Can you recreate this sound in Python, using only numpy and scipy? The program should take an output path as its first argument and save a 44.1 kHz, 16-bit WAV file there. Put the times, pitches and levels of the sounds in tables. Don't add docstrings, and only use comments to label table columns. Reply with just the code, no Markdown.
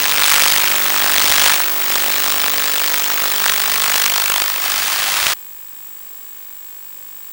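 import sys
import numpy as np
from scipy import signal
from scipy.fft import rfft, irfft
from scipy.io import wavfile

SR = 44100
rng = np.random.default_rng(int(sys.argv[2]) if len(sys.argv) > 2 else 0)


def put_to_file(sound):
    columns = np.atleast_2d(sound).T
    safe = np.clip(columns, -1, 1)
    whole_steps = np.round(safe * 32767)
    wavfile.write(sys.argv[1], SR, whole_steps.astype(np.int16))


N = 322812
TIME = np.arange(N) / SR
EXPOSURE_S = 5.3365
GLARE = TIME < EXPOSURE_S
FIELD_HZ, LINE_HZ = 49.9988, 15624.6
FIELD_MS, TOP_MS, SYNC_MS = 20, 6, 24.4
FIELD_CYCLES = TIME * FIELD_HZ - TOP_MS / FIELD_MS + 1
FIELD = FIELD_CYCLES.astype(int)
SCAN_MS = TOP_MS + FIELD_MS * (FIELD_CYCLES - FIELD)

# time_s, horizon_ms, lower_glare_band_ms, view (0 level, 1 turning, 2 banked, 3 steep)
TURN_PATH = [(0, 15.2, 22.6, .7), (.46, 15.9, 22.7, .25), (.86, 15.9, 23.4, 0), (1.4, 16.2, 22.9, 0),
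             (1.8, 16.4, 23.3, .4), (2.6, 16.5, 22.6, .8), (3.26, 17.0, 22.4, 1), (3.5, 17.5, 22.0, 1.05),
             (4.1, 18.5, 22.3, 1.3), (4.46, 19.5, 21.0, 2), (4.86, 19.5, 21.5, 2.7), (5.06, 19.3, 21.1, 3)]


def amp(db):
    return 10 ** (np.asarray(db) / 20)


def rms_one(x):
    return x / np.sqrt(np.mean(x ** 2))


def butter_filter(x, order, hz, kind="low"):
    return signal.lfilter(*signal.butter(order, hz, kind, fs=SR), x)


def in_time(rows):
    time_s, *columns = np.transpose(rows)
    return [np.interp(TIME, time_s, column) for column in columns]


def bump(at_ms, width_ms):
    return np.exp(-.5 * ((SCAN_MS - at_ms) / width_ms) ** 2)


def step(at_ms, width_ms):
    return .5 + .5 * np.tanh((SCAN_MS - at_ms) / width_ms)


def per_field(spread):
    return spread * rng.standard_normal(FIELD[-1] + 1)[FIELD]


def glare_edges():
    horizon, band, _ = in_time(TURN_PATH)
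    return np.where(GLARE, horizon, 15.2), np.where(GLARE, band, 22.6)


def by_view(rows):
    view = np.where(GLARE, in_time(TURN_PATH)[-1], len(rows[0]) - 1)
    return np.array([np.interp(view, np.arange(len(row)), row) for row in rows])


def link_colour(x):
    dull = butter_filter(x, 1, 3490)
    thin = butter_filter(dull, 2, 860, "high")
    thin = butter_filter(thin, 1, 450, "high")
    bass = butter_filter(dull, 1, 250)
    return amp(8) * (thin + amp(-17.5) * bass)


def glare_crackle(jitter_ms, burst_spread_db, grit_db):
    # time_s, sky_db, glare_edge_db, ground_db
    crackle_levels = [(0, -24, -9.5, -22.5), (.16, -22.5, -7.5, -22), (.3, -16.5, -2, -14.5),
                      (.5, -20.5, -5, -15), (.8, -25.5, -10.5, -21), (1.0, -24.8, -9.5, -19),
                      (1.2, -22.5, -6, -17), (1.46, -17, -6, -10.5), (1.53, -20, -7.5, -13.5),
                      (1.59, -26, -10.5, -21), (1.74, -28.5, -17.5, -24), (1.94, -25, -11, -19),
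                      (2.4, -26, -11, -21), (2.9, -25.5, -11, -24), (3.36, -26.4, -11.5, -24.5),
                      (3.46, -24.5, -7, -20.5), (3.56, -25, -11, -20), (4.0, -24, -6.5, -20),
                      (4.2, -26, -8.5, -17), (4.38, -25.5, -11.5, -10), (4.56, -26, -19, -17),
                      (4.66, -20, -12.5, -17), (4.96, -18.5, -19.5, -16.5), (5.2, -16, -20.5, -15),
                      (5.335, -15, -16, -16)]
    sky_db, edge_db, ground_db = in_time(crackle_levels)
    horizon, band = glare_edges()
    low_sky_db = -27 + .67 * (sky_db + 27)
    click_db = sky_db + (low_sky_db - sky_db) * step(12.6, .73) + per_field(1.0)
    click_db += (ground_db - click_db) * step(horizon, 1.0)
    click_db += (sky_db - .5 - click_db) * step(band + 1.6, .6)
    in_sync = step(SYNC_MS + .2, .2) + 1 - step(6.7, .15)
    click_db -= 4 * in_sync
    upper_burst = amp(edge_db + per_field(burst_spread_db)) * bump(horizon + per_field(jitter_ms), .57)
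    lower_at_ms = band + .14 + per_field(jitter_ms)
    lower_width_ms = np.where(SCAN_MS < lower_at_ms, .7, .4)
    lower_burst = amp(edge_db + .93 + per_field(burst_spread_db)) * bump(lower_at_ms, lower_width_ms)
    uneven_noise = rng.standard_normal(N) * amp(grit_db * rng.standard_normal(N))
    clicks = amp(click_db) * rms_one(uneven_noise)
    bursts = (upper_burst + lower_burst) * rng.standard_normal(N)
    half_line = amp(-15) * (upper_burst - lower_burst) * np.sin(np.pi * LINE_HZ * TIME)
    return (link_colour(clicks + bursts) + half_line) * GLARE


def line_whine(flicker, edge_flicker, align_ms):
    # level_view_db, turning_db, banked_db, steep_db, dim_db
    contrast = [(-18.4, -18.5, -20.5, -22.5, -31), (-14.2, -15.3, -13.6, -15.8, -30.2),
                (-13.5, -13.7, -16.2, -18, -27.6), (-10.3, -14.5, -22, -35, -26),
                (-15.2, -20.5, -19, -32, -30.5), (-15.5, -21.5, -17.5, -23, -36.4),
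                (-11.8, -11.2, -16, -22, -37.6), (-19.5, -29, -30, -35, -40.8)]
    bright_shift = [(0, 0, 0, 0, 0), (-.02, -.03, -.11, -.19, -.01), (.02, -.01, -.18, -.29, -.03),
                    (.1, .1, .1, -.29, -.08), (-.11, -.13, .13, .04, -.15), (.02, .02, .13, .04, -.02),
                    (.2, .22, .15, .02, .03), (.19, .06, -.08, -.04, .05)]
    sync_levels = [(-30, -31, -32, -33, -42)]
    horizon, band = glare_edges()
    horizon = horizon - .2
    sky_ms, ground_ms = horizon - TOP_MS, band - horizon
    places_ms = [7.5, TOP_MS + .6 * sky_ms, TOP_MS + .88 * sky_ms, horizon,
                 horizon + .25 * ground_ms, horizon + .7 * ground_ms, band, 24.1]
    phasors = amp(by_view(contrast)) * np.exp(2j * np.pi * by_view(bright_shift))
    envelope = phasors[0].copy()
    for k in range(len(places_ms) - 1):
        progress = np.clip((SCAN_MS - places_ms[k]) / (places_ms[k + 1] - places_ms[k]), 0, 1)
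        envelope += (phasors[k + 1] - phasors[k]) * progress
    at_edges = (bump(horizon, .35) + bump(band + .3, .45)) * GLARE
    envelope *= 1 + .35 * at_edges
    sync_phasor = -amp(by_view(sync_levels)[0])
    envelope += (sync_phasor - envelope) * step(SYNC_MS + .4, .2)
    grain = butter_filter(rng.standard_normal(N) + 1j * rng.standard_normal(N), 2, 500)
    envelope *= 1 + (flicker + edge_flicker * at_edges) * grain
    envelope = np.roll(envelope, -round(align_ms * SR / 1000))
    return np.real(envelope * np.exp(2j * np.pi * LINE_HZ * TIME))


def lone_cracks(decay_ms, thump_db):
    # start_s, relative_level_db
    cracks = [(1.461, 5), (1.956, 2), (3.495, 2.5), (3.956, 2.5), (4.298, 2.5), (4.418, 2), (4.99, -7),
              (5.189, -8), (5.228, 1), (5.267, 5), (5.284, -5), (5.307, -10)]
    impulses = np.zeros(N)
    for start_s, level_db in cracks:
        impulses[round(start_s * SR)] = amp(level_db - 5)
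    envelope = signal.lfilter([1], [1, -np.exp(-1000 / (decay_ms * SR))], impulses)
    burst = butter_filter(envelope * rng.standard_normal(N), 1, [700, 2800], "band")
    thump = butter_filter(envelope, 1, [40, 400], "band")
    return 2 * burst + amp(thump_db) * thump


def field_ticks():
    # place_ms, width_ms, glare_height, dim_height
    marks = [(6.25, .15, .06, .007), (7.2, .1, .09, .005), (7.55, .1, -.09, -.004), (21.0, .08, .05, .002),
             (21.4, .08, -.06, -.002), (22.95, .06, -.13, -.004), (23.3, .07, .12, .007),
             (24.33, .05, -.08, .003), (24.48, .05, .13, .022), (24.63, .05, -.03, -.028),
             (25.92, .05, -.1, -.023)]
    swings = [(0.069, 0.082, .002, 0.0011, 0.0012), (.085, 0.074, 0.0037, .001, 0.0016),
              (0.018, 0.036, .005, .001, 0.0018)]
    ticks = sum(np.where(GLARE, bright, dim) * bump(ms, width_ms) for ms, width_ms, bright, dim in marks)
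    ticks -= butter_filter(ticks, 1, 300) * GLARE
    horizon, band = glare_edges()
    horizon_swing, band_swing, strip_swing = by_view(swings)
    sharpness = np.clip((18.3 - horizon) / 1.3, 0, 1)
    ticks += horizon_swing * sharpness * (bump(horizon - .3, .22) - bump(horizon + .45, .22))
    ticks += band_swing * (bump(band + .045, .13) - bump(band + 1.0, .18))
    ground_strips = np.cos(2 * np.pi * 1.1 * (SCAN_MS - 19.0))
    ticks += strip_swing * bump(band - 2.0, 1.5) * ground_strips
    return butter_filter(ticks, 2, 210, "high")


def motor_controller():
    # pitch_hz, level_db
    tones = [(7421.4, -68), (7445.7, -66), (7597.8, -62), (7656.4, -53), (7715.1, -53), (7773.8, -62),
             (7925.9, -65), (7949.9, -65), (15274.7, -58), (15371.6, -44.5)]
    # centre_hz, width_hz, level_db
    hiss_bands = [(7740, 370, -49.5), (15800, 260, -45)]
    sound = sum(np.sqrt(2) * amp(db) * np.sin(2 * np.pi * (hz * TIME + rng.random())) for hz, db in tones)
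    for centre_hz, width_hz, level_db in hiss_bands:
        resonance = signal.iirpeak(centre_hz, centre_hz / width_hz, fs=SR)
        sound += amp(level_db) * rms_one(signal.lfilter(*resonance, rng.standard_normal(N)))
    return sound


def receiver_hiss(base_db, sky_db, horizon_db, ground_db):
    # frequency_hz, relative_density_db
    spectrum = [(20, -18.5), (70, -26), (300, -21), (2000, -22.5), (6000, -24), (12000, -23), (17000, -26)]
    corner_hz, density_db = np.transpose(spectrum)
    hz = np.maximum(np.arange(N // 2 + 1) * SR / N, 1)
    colour = amp(np.interp(np.log(hz), np.log(corner_hz), density_db))
    noise = rms_one(irfft(rfft(rng.standard_normal(N)) * colour, N))
    horizon, _ = glare_edges()
    rise = np.clip((SCAN_MS - TOP_MS) / (horizon - TOP_MS), 0, 1) ** 3
    lift_db = sky_db + (horizon_db - sky_db) * rise
    lift_db += (ground_db - lift_db) * step(horizon + 1.6, 1.2)
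    return amp(base_db + lift_db) * noise


def scene():
    mix = glare_crackle(jitter_ms=.22, burst_spread_db=1.65, grit_db=4.5)
    mix += line_whine(flicker=.62, edge_flicker=.8, align_ms=.36)
    mix += lone_cracks(decay_ms=2.1, thump_db=-23)
    mix += field_ticks()
    mix += motor_controller()
    mix += receiver_hiss(base_db=-45, sky_db=-.5, horizon_db=3, ground_db=-3.5)
    return mix[None]


def record(dry):
    rounded = 1.315 * np.tanh(dry / 1.278)
    top_cut = signal.ellip(12, .5, 60, 17090, fs=SR, output="sos")
    return signal.sosfilt(top_cut, rounded)


dry = scene()
out = record(dry)
put_to_file(out)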